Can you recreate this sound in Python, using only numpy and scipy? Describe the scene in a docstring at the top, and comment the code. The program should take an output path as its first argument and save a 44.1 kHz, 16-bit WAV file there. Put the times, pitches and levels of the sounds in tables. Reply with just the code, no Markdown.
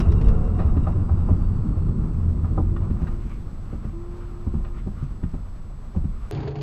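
"""Inside a car that follows a truck over a broken, dusty highway, heard at the windscreen.
Shaped noise gives the body's heave, cabin booms and tyre roar, which sink as the road smooths.
Decaying modes and noise bursts give the thuds of bumps and wipers, the dashboard knocks and plastic ticks.
Gliding tones give groans, drumming and two hums of the washer pump; grit and water hiss on the glass.
Near the end the scene switches abruptly to another car: wavering drone tones, road noise, clacking trim."""
import sys
import numpy as np
from scipy import signal
from scipy.fft import rfft, irfft
from scipy.io import wavfile
from scipy.ndimage import uniform_filter1d

SR = 44100
rng = np.random.default_rng(int(sys.argv[2]) if len(sys.argv) > 2 else 0)


def output_pcm(signal):
    """Save a mono or channel-first signal as 16-bit PCM at the path in sys.argv[1].

    Samples are clipped to [-1, 1] before scaling.
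    """
    pcm = np.clip(np.atleast_2d(signal).T, -1, 1) * 32767
    wavfile.write(sys.argv[1], SR, np.round(pcm).astype(np.int16))


N = 291942
TIME = np.arange(N) / SR
SWITCH_S = 6.312  # the second car begins

# air resonances of the cabin: (frequency [Hz], width [Hz], boost [dB])
CABIN_BOOMS = [(85.8, 6.6, 7.5), (154, 35, 0.5), (221.5, 26, 4)]
# wiper reversals, one blade after the other: (time [s], thud level [dB], panel shudder [dB],
# panel pitch [Hz], slap on the glass [dB], crack relative to slap [dB], pitch the slap favours [Hz])
WIPER_REVERSALS = [(2.902, -14.5, -20, 192, -40.5, -14.5, 1096), (3.018, -10, -22, 156.4, -41, -13, 507),
                   (3.728, -20, -29, 226, -34.5, -30, 400), (3.845, -23, -25.5, 206.5, -38.5, -19, 490),
                   (4.466, -12.5, -25, 192, -38, -29, 702), (4.54, -11, -19, 147, -39, -22, 1100),
                   (5.231, -16, -24.5, 170.6, -39.5, -32, 380), (5.337, -23, -26, 157.4, -37.5, -28, 600),
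                   (5.963, -11, -22.5, 169.5, -36.5, -23, 566), (6.041, -16.5, -24, 145, -42, -25, 1140)]


def amp(db):
    """Level is logarithmic: 20 dB is a tenfold gain in amplitude."""
    return 10 ** (np.asarray(db) / 20)


def unit(x):
    """Mean power sets level: scales a signal to rms 1."""
    return x / np.sqrt(np.mean(x ** 2) + 1e-20)


def add(mix, s, sound):
    """Superposition: sound pressures add, here from time s on."""
    part = mix[max(round(s * SR), 0):][:len(sound)]
    part += sound[:len(part)]


def noise(spectrum, resonances=(), size=N):
    """Spectral shaping: white noise filtered to a smooth spectrum with resonant humps, at rms 1."""
    hz = np.fft.rfftfreq(size, 1 / SR)
    f, db = np.transpose(spectrum)
    shape_db = np.interp(np.log(hz + 1), np.log(f), db)
    shape_db = shape_db - 40 * np.log10(np.maximum(hz / f[-1], 1))  # 12 dB/octave above the last point
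    for centre, width, boost in resonances:
        shape_db = shape_db + boost / (1 + (2 * (hz - centre) / width) ** 2)
    return unit(irfft(rfft(rng.standard_normal(size)) * amp(shape_db), size))


def drift(rate):
    """Random modulation: noise of rms 1 under a Gaussian low-pass, down to 1/e in amplitude at rate [Hz]."""
    hz = np.fft.rfftfreq(N, 1 / SR)
    return unit(irfft(rfft(rng.standard_normal(N)) * np.exp(-(hz / rate) ** 2), N))


def steady(x, size):
    """Level compensation: division by the running rms evens out swells longer than size samples."""
    return x / np.sqrt(uniform_filter1d(x ** 2, size) + 1e-9)


def tone(hz):
    """Frequency modulation: phase is the running sum of frequency; a sine of rms 1."""
    return np.sqrt(2) * np.sin(2 * np.pi * np.cumsum(hz) / SR)


def fade(t, rise, t60):
    """Damping: a soft onset, then an exponential decay of 60 dB in t60 [s]."""
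    return (1 - np.exp(-t / rise)) * amp(-60 * t / t60)


def lowpass(x, hz):
    """Band limitation: a steep, linear-phase low-pass."""
    return signal.oaconvolve(x, signal.firwin(301, hz, window=("kaiser", 8), fs=SR), "same")


def road_state():
    """Surface excitation: roughness and tyre roar [dB] at every moment."""
    # state of the road: (time [s], relative roughness [dB], relative tyre roar [dB])
    surface = [(0, 1, -38), (.6, -2.5, -41), (1.6, -3, -43.5), (2.7, -3, -47.5), (3.0, -8.5, -46),
               (3.35, -13.5, -51.5), (4.201, -16.5, -49), (4.999, -14.5, -51.5), (5.6, -18.5, -52),
               (6.299, -19.5, -52.5)]
    s, *columns = np.transpose(surface)
    return [np.interp(TIME, s, c) for c in columns]


def road():
    """Forced vibration: the surface heaves the body, excites the cabin booms and makes the tyres roar."""
    # noise spectra: (frequency [Hz], relative level [dB per Hz])
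    heave_colour = [(12, -15.5), (22, 2.5), (31, 0.5), (42, -1.5), (54, -2.5), (68, -22.5), (110, -34.5)]
    rumble_colour = [(45, -30), (70, -2.5), (105, -2), (130, -6.5), (220, -13.5), (260, -18.5),
                     (340, -19.5), (440, -29), (700, -50)]
    roar_colour = [(250, -1), (450, 7.5), (620, 5.5), (900, 3), (1030, 5.5), (1330, 2.5), (1600, -10.5),
                   (2200, -17.5), (2800, -18), (3400, -29.5), (7000, -32)]
    heave_db, heave_follow = -26, 0.43  # level at roughness 0 dB, and change [dB] per dB of roughness
    rumble_db, rumble_follow = -22, 1
    rock_db, rock_rise_s, rock_t60_s = -13, 0.021, 1.44  # rocking after a thud, relative to the thud
    rough_db, roar_db = road_state()
    rocking_power = 0
    for s, db, *_ in all_thuds():
        rocking = amp(db + rock_db) * fade(np.maximum(TIME - s, 0), rock_rise_s, rock_t60_s)
        rocking_power = rocking_power + rocking ** 2
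    heave_level = np.sqrt(amp(heave_db + heave_follow * rough_db) ** 2 + rocking_power)
    heave = heave_level * steady(noise(heave_colour), size=6000)
    rumble = steady(noise(rumble_colour, CABIN_BOOMS), size=5000)
    rumble = amp(rumble_db + rumble_follow * rough_db) * rumble
    flutter_db = 1.4 * drift(rate=16)
    roar = amp(roar_db - 3.5 + flutter_db) * noise(roar_colour)
    return heave + rumble + roar


def drumming(sub_db=-2, overtone_db=-8):
    """Periodic excitation: the wheels drum a wavering note with partials near an octave below and above."""
    # drumming of the wheels on the broken surface: (time [s], mean pitch [Hz])
    drum_pitch = [(0, 88.68), (.75, 87.65), (1.0, 89), (2.05, 88.46), (2.3, 80.1), (2.55, 81.67),
                  (2.8, 90.3)]
    drum_db, drum_follow = -23, 1.78  # base level at roughness 0 dB, and change [dB] per dB of roughness
    hz = np.interp(TIME, *np.transpose(drum_pitch))
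    db = drum_db + drum_follow * road_state()[0]
    out = np.zeros(N)
    for k, level in [(.5, sub_db), (1, -0.83), (1.9, overtone_db)]:
        pitch = k * hz * (1 + 0.015 * drift(rate=12.7))
        out += amp(db + level + 2.8 * drift(rate=11.0)) * tone(pitch)
    return out


def groans(waver_hz=5.0, flutter_db=3.0):
    """Frequency glide: notes of tyres and body slide up exponentially, waver and die away."""
    # groans: (start [s], length [s], target pitch [Hz], relative level [dB], slide from below [Hz])
    groan_notes = [(.035, .72, 429, -39, 60), (.2, .3, 463, -39, 18), (0.22, .36, 540, -43.5, 11),
                   (0.26, .66, 730, -49.5, 8)]
    slide_s, rise_s, loss_db = .04, 0.027, 8.5  # time constants of pitch and level; loss of level by the end
    out, waver, flutter = np.zeros(N), drift(rate=45), drift(rate=14)
    for k, (s, length, hz, db, slide) in enumerate(groan_notes):
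        t = np.arange(0, length, 1 / SR)
        own = slice(k * SR, k * SR + len(t))  # each note takes its own stretch of the random motion
        pitch = hz - slide * np.exp(-t / slide_s) + waver_hz * waver[own]
        level = amp(db - loss_db * t / length + flutter_db * flutter[own]) * (1 - np.exp(-t / rise_s))
        add(out, s, level * tone(pitch) * signal.windows.tukey(len(t), .2))
    return out


def all_thuds():
    """Impulsive excitation: bumps and wipers as (time, level, pitch, shudder level, panel pitch)."""
    # bumps: (time [s], relative level [dB], pitch [Hz], relative panel shudder [dB], panel pitch [Hz])
    bumps = [(.081, -2.5, 76, -33, 165), (.268, -4, 41.2, -37, 214), (.652, -5, 73, -27, 145),
             (.766, -10.5, 72.5, -24.5, 263.5), (1.113, -8, 78.7, -26, 153), (1.305, -5, 89.9, -19, 172),
             (2.579, -17.5, 100, -21.5, 310), (4.864, -18, 83.3, -25, 198.3),
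             (5.026, -18.5, 138, -31.5, 146), (6.085, -23.5, 70.6, -36.5, 166.5)]
    wiper_hz = 77.4  # thud pitch that all reversals share
    wipers = [(s, db, wiper_hz, shudder_db, panel_hz)
              for s, db, shudder_db, panel_hz, *_ in WIPER_REVERSALS]
    return list(bumps) + wipers


def thuds(swing_db=-1, panel_db=3, judder_db=-5, tail_db=-11, tail_t60=0.41):
    """Damped oscillation: a blow swings the cabin air, a panel rings and judders, and a low tail rings on."""
    # modes of a shuddering panel: (multiple of its pitch, relative level [dB], t60 [s])
    panel_modes = [(1, 1.5, 0.13), (1.461, -6, 0.085), (1.9, -8, 0.055)]
    judder_colour = [(70, -5.5), (130, 10.0), (240, 7), (290, -7.5), (360, -18), (500, -27.5), (800, -27.0)]
    tail_colour = [(90, -16), (130, 2.5), (225, -4), (280, -15.5), (500, -50.0)]
    out, t = np.zeros(N), np.arange(14000) / SR
    for s, db, hz, shudder_db, panel_hz in all_thuds():
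        swing = np.sin(2 * np.pi * hz * t) * fade(t, rise=0.0021, t60=0.16)
        ring = sum(amp(level) * np.sin(2 * np.pi * k * panel_hz * t) * fade(t, rise=.003, t60=t60)
                   for k, level, t60 in panel_modes)
        judder = steady(noise(judder_colour, size=len(t)), size=400) * fade(t, rise=0.0023, t60=0.1)
        tail = noise(tail_colour, CABIN_BOOMS, size=len(t)) * fade(t, rise=0.0048, t60=tail_t60)
        panel = ring + amp(judder_db) * judder + amp(tail_db) * tail
        add(out, s, amp(db + swing_db) * swing + amp(panel_db + shudder_db) * panel)
    return out


def all_knocks(slap_t60=0.099):
    """Impulsive excitation: knocks and wiper slaps as (time, level, crack level, favoured pitch, t60)."""
    # knocks of dashboard and glass: (time [s], relative level [dB], crack relative to knock [dB],
    # pitch the blow favours [Hz], t60 of the clatter [s])
    dashboard_knocks = [(.588, -22.5, -21.5, 780, 0.25), (.766, -35, -16, 1120, 0.14),
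                        (.868, -20.5, -34, 990, 0.11), (.953, -31, -32, 435, 0.074),
                        (1.088, -29.5, -37, 1100, 0.17), (1.286, -26.5, -38, 635, .11),
                        (2.443, -29.5, -35, 1300, 0.076), (2.576, -19, -37.5, 760, 0.1),
                        (2.763, -31, -16.5, 1600, .048), (3.069, -35.5, -10, 1593, 0.092),
                        (4.646, -40, -9.5, 1104, 0.13), (4.869, -35.5, -31, 613, 0.084),
                        (5.235, -37.5, -14, 1340, .022), (5.947, -34.5, -42, 690, 0.13)]
    slaps = [(s, db, crack_db, hz, slap_t60) for s, *_, db, crack_db, hz in WIPER_REVERSALS]
    return list(dashboard_knocks) + slaps


def knocks(ring_db=-5.0, clatter_db=-8, crack_db=-1.5, trim_db=3, focus_db=6.5, rise_share=0.022):
    """Modal excitation: a knock rings modes near its favoured pitch, with a dull clatter and a crack."""
    # modes of the dashboard, and of the trim in the crack: (frequency [Hz], relative level [dB], t60 [s])
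    dashboard_modes = [(296.5, 8, 0.17), (359, 11, 0.08), (545, -2, 0.1), (617, -6, 0.12), (773, -3, 0.12),
                       (922, -11, 0.12), (1014, -6, 0.1), (1209, -3, 0.07), (1283, -11.5, 0.071)]
    trim_modes = [(1227, -2.5, 0.33), (1420, 5, 0.048), (1583, 0.5, 0.048), (1844, 0, .07),
                  (2490, -14.5, 0.1), (2830, -12, 0.12), (3460, -12.5, .06)]
    rebound_s, rebound_db = 0.016, -8  # loose parts strike once more after each knock
    clatter_colour = [(200, 2.5), (550, -0.5), (1300, -8), (1600, -21.5), (3000, -31.5)]
    crack_colour = [(900, -15.0), (1400, 6), (1850, 5.5), (2250, -2.5), (2750, 4.0), (3250, -11),
                    (3900, -4.0), (6000, -26.5)]
    out, t = np.zeros(N), np.arange(9000) / SR
    for s, db, bright_db, centre, length in all_knocks():
        rise = rise_share * length  # long knocks start softly
        ring = sum(amp(level - focus_db * np.log2(hz / centre) ** 2) * fade(t, rise, t60)
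                   * np.sin(2 * np.pi * (hz * t + rng.random())) for hz, level, t60 in dashboard_modes)
        focused = [(hz, level - focus_db * np.log2(hz / centre) ** 2) for hz, level in clatter_colour]
        clatter = noise(focused, size=len(t)) * fade(t, rise, length)
        crack = noise(crack_colour, size=len(t)) * fade(t, rise, length)
        crack = crack + sum(amp(trim_db + level) * fade(t, rise, t60)
                            * np.sin(2 * np.pi * (hz * t + rng.random())) for hz, level, t60 in trim_modes)
        knock = amp(ring_db) * ring + amp(clatter_db) * clatter + amp(crack_db + bright_db) * crack
        add(out, s, amp(db) * knock)
        add(out, s + rebound_s, amp(db + rebound_db + clatter_db) * clatter)
    return out


def ticks(tick_db=1, ring_db=-14, rattle_db=-17, rattle_per_s=90, rattle_t60=0.17,
          buzz_db=-63, buzz_fade_db_per_s=8):
    """Contact noise: plastic snaps, rings and rattles by random touches; a buzz of its modes sinks slowly."""
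    # plastic ticks of the mount: (time [s], relative level [dB])
    snaps = [(.002, -29.5), (0.12, -39), (0.213, -41), (0.284, -38.5)]
    # spectrum of a tick: (frequency [Hz], relative level [dB per Hz])
    snap_colour = [(900, 9), (2600, -1.5), (3400, -5), (4400, -9), (5700, -7.5), (6500, -17.5), (8000, -22),
                   (9500, -24.5), (14000, -31)]
    # modes of the mount: (frequency [Hz], relative level [dB], t60 [s])
    mount_modes = [(2040, -8.5, 0.049), (2760, -9.5, .2), (3800, -10.5, 0.061), (5440, -11.5, 0.025),
                   (7760, -13.5, 0.06)]
    out, t = np.zeros(N), np.arange(9000) / SR
    ring = sum(amp(db) * fade(t, 0.00045, t60) * np.sin(2 * np.pi * (hz * t + rng.random()))
               for hz, db, t60 in mount_modes)
    touches = rng.standard_normal(N) * (rng.random(N) < rattle_per_s / SR)
    touch = noise(snap_colour, size=len(t)) * fade(t, rise=0.00025, t60=0.0096)
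    rattle = unit(signal.oaconvolve(touches, touch)[:N])
    for s, db in snaps:
        snap = noise(snap_colour, size=len(t)) * fade(t, rise=0.00022, t60=0.074)
        add(out, s, amp(db) * (amp(tick_db) * snap + amp(ring_db) * ring))
        out += amp(db + rattle_db) * rattle * fade(np.maximum(TIME - s, 0), 0.0032, rattle_t60)
    buzz = unit(signal.oaconvolve(touches, ring)[:N])
    return out + amp(buzz_db - buzz_fade_db_per_s * TIME) * buzz


def squeaks(pitch_hz=2750, hoarse_hz=110):
    """Friction: rubbing trim gives short high notes, hoarse by random frequency and amplitude modulation."""
    # squeaks: (start [s], length [s], level [dB])
    rubs = [(.01, 0.074, -59), (0.208, 0.12, -61)]
    out = np.zeros(N)
    note = tone(pitch_hz + hoarse_hz * drift(rate=260)) * drift(rate=79)
    for s, length, db in rubs:
        part = note[round(s * SR):][:round(length * SR)]
        add(out, s, amp(db) * part * signal.windows.tukey(len(part), .5))
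    return out


def swishes(width_hz=600, hump_db=7, chatter_db=5.0):
    """Friction noise: water and wiper rubber hiss over the glass in swells with a chattering level."""
    # swishes: (start [s], length [s], relative level [dB], centre of the hump [Hz])
    strokes = [(3.081, 0.43, -63, 2280), (3.62, 0.35, -57, 1250), (4.0, 0.47, -60.5, 1400),
               (4.716, .12, -59.5, 1960), (4.919, 0.24, -55.5, 1348), (6.059, 0.3, -62, 1200)]
    # spectrum: (frequency [Hz], relative level [dB per Hz])
    swish_colour = [(600, -11), (1200, 11.5), (1600, -1), (2900, -3.5), (3600, -11.5), (6000, -19)]
    out, chatter = np.zeros(N), amp(chatter_db * drift(rate=13))
    for s, length, db, hz in strokes:
        hiss = noise(swish_colour, [(hz, width_hz, hump_db)], size=SR)[:round(length * SR)]
        add(out, s, amp(db) * hiss * signal.windows.tukey(len(hiss), .8))
    return out * chatter


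def spray(grains_per_s=70, grain_db=-11, gust_db=0.73):
    """Shot noise: random taps of grit on the windscreen stand out of a fine hiss."""
    # fizz of grit and spray on the glass: (time [s], relative level [dB])
    fizz = [(0, -61.5), (1.5, -62.5), (2.8, -60.5), (3.25, -58), (3.6, -60), (6.3, -61)]
    # spectrum of the hiss: (frequency [Hz], relative level [dB per Hz])
    hiss_colour = [(300, 6.5), (1400, 5.5), (2000, 1.5), (3000, -4), (5000, -8), (7000, -12.5),
                   (9500, -15.5), (12000, -15), (15000, -27.5)]
    tap_colour = [(500, -12.5), (1300, -0.5), (2800, -11.0), (6000, -14.0)]
    t = np.arange(900) / SR
    sizes = amp(4.2 * np.minimum(rng.exponential(1, N), 3))
    sizes = sizes * (rng.random(N) < grains_per_s / SR)
    tap = noise(tap_colour, size=900) * fade(t, rise=0.00074, t60=0.051)
    grains = unit(signal.oaconvolve(sizes, tap)[:N])
    level = amp(np.interp(TIME, *np.transpose(fizz)) + gust_db * drift(rate=19))
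    return level * (noise(hiss_colour) + amp(grain_db) * grains)


def pump(ripple_db=0.0, waver=0.0047):
    """Rotating machinery: the washer motor spins up to its note, and its unsteady hum sinks in level."""
    # squirts of the washer: (start [s], length [s], relative level [dB], spin-up time constant [s])
    squirts = [(2.61, 0.65, -40.5, 0.1347), (3.918, 0.88, -39, 0.0574)]
    # partials of the hum: (multiple of its pitch, relative level [dB])
    hum_partials = [(1, 0.5), (3, -23)]
    run_hz, start_hz = 349.5, 321
    sink_db, settle_s = 18.5, 0.73  # eventual loss of the fundamental, and its time constant
    out = np.zeros(N)
    for s, length, db, spin_up in squirts:
        t = np.arange(0, length, 1 / SR)
        hz = run_hz + (start_hz - run_hz) * np.exp(-t / spin_up)
        hz = hz * (1 + waver * drift(rate=42)[:len(t)])
        sunk_db = sink_db * (1 - np.exp(-t / settle_s))
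        # higher partials sink less
        hum = sum(amp(db + level - sunk_db / k) * tone(k * hz) for k, level in hum_partials)
        add(out, s, hum * amp(ripple_db * drift(rate=35)[:len(t)]) * signal.windows.tukey(len(t), .08))
    return out


def whine():
    """Frequency modulation: faint high tones of electronics wander, and a whistle flickers as it sinks."""
    # held tones: (frequency [Hz], level [dB], relative wander [Hz])
    held_tones = [(3486, -82, 4.5), (3940, -83.5, 15), (4310, -80, 4), (4990, -82, 18), (6000, -87, 4),
                  (7825, -73, 20)]
    # whistle that sinks in pitch: (time [s], mean frequency [Hz], level before flicker [dB])
    whistle = [(0.601, 5200, -81), (1.101, 4870, -80), (1.601, 4490, -75.5), (2, 4185, -81)]
    held = sum(amp(db) * tone(hz + wander * (0.77 * drift(rate=2.5) + 1.3 * drift(rate=90)))
               for hz, db, wander in held_tones)
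    s, hz, db = np.transpose(whistle)
    pitch = np.interp(TIME, s, hz) + 28 * drift(rate=130)
    sinking = np.interp(TIME, s, amp(db), left=0, right=0) * tone(pitch)
    flicker = 1 + np.tanh(drift(rate=40)) / 2
    return held + sinking * flicker


def other_car(cabin_db=-32, flutter_db=3.5, throb_db=3.5, waver_hz=3):
    """Amplitude modulation: drone tones throb over fluttering road noise, with clacking trim."""
    # drone: (frequency [Hz], mean level [dB])
    drone_tones = [(114.3, -42), (140.5, -34), (318, -42.5), (393, -47.5), (425.3, -45.5), (603, -61),
                   (716, -54), (786, -58.5), (818, -59), (926, -60)]
    # spectrum of the road noise: (frequency [Hz], relative level [dB per Hz])
    cabin_colour = [(20, -12), (45, 4), (75, 2.5), (115, -3.5), (175, -6), (270, -10.5), (400, -11.5),
                    (600, -18), (850, -19.5), (1700, -30), (2700, -37.5), (4700, -42.5), (5600, -56),
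                    (6700, -50.5)]
    drone = sum(amp(db + throb_db * drift(rate=14)) * tone(hz + waver_hz * drift(rate=23.5))
                for hz, db in drone_tones)
    cabin = amp(cabin_db + flutter_db * drift(rate=25)) * noise(cabin_colour)
    return drone + cabin + clacks()


def clacks(clack_db=-2, hump_hz=2900, hump_width_hz=900, hump_db=6):
    """Impact noise: loose trim clacks unevenly, each damped burst with its own resonant band."""
    # clacks: (time [s], relative level [dB])
    trim_clacks = [(6.32, -39), (6.347, -38.5), (6.374, -42), (6.403, -43.5), (6.430, -44), (6.452, -47),
                   (6.476, -39.5), (6.507, -47), (6.555, -39.5), (6.585, -45), (6.611, -36)]
    # spectrum: (frequency [Hz], relative level [dB per Hz])
    clack_colour = [(700, 6), (1700, -7), (2600, 0), (3900, -7.5), (4500, 0.5), (5200, -11), (5650, -16),
                    (6200, -15.5), (6700, -9)]
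    out, t = np.zeros(N), np.arange(4000) / SR
    for s, db in trim_clacks:
        hump = [(hump_hz * rng.uniform(0.68, 1.26), hump_width_hz, hump_db)]
        burst = noise(clack_colour, hump, size=len(t)) * fade(t, rise=0.00071, t60=0.078)
        add(out, s, amp(db + clack_db) * burst)
    return out


def switch_click(click_db=-21):
    """Discontinuity: the abrupt change of scene makes a step that decays within milliseconds."""
    out, t = np.zeros(N), np.arange(400) / SR
    add(out, SWITCH_S, amp(click_db) * np.exp(-t / 0.00037))
    return out


def scene():
    """Superposition: the first car's sources, then a hard switch to the second car in a narrower band."""
    first = road() + drumming() + groans() + thuds() + knocks() + ticks() + squeaks()
    first = first + swishes() + spray() + pump() + whine()
    second = lowpass(other_car(), 7000)
    return (np.where(TIME < SWITCH_S, first, second) + switch_click())[None]


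def record(dry):
    """Band limitation: the microphone passes little above 15.5 kHz."""
    return lowpass(dry[0], 15500)[None]


dry = scene()
out = record(dry)
output_pcm(out)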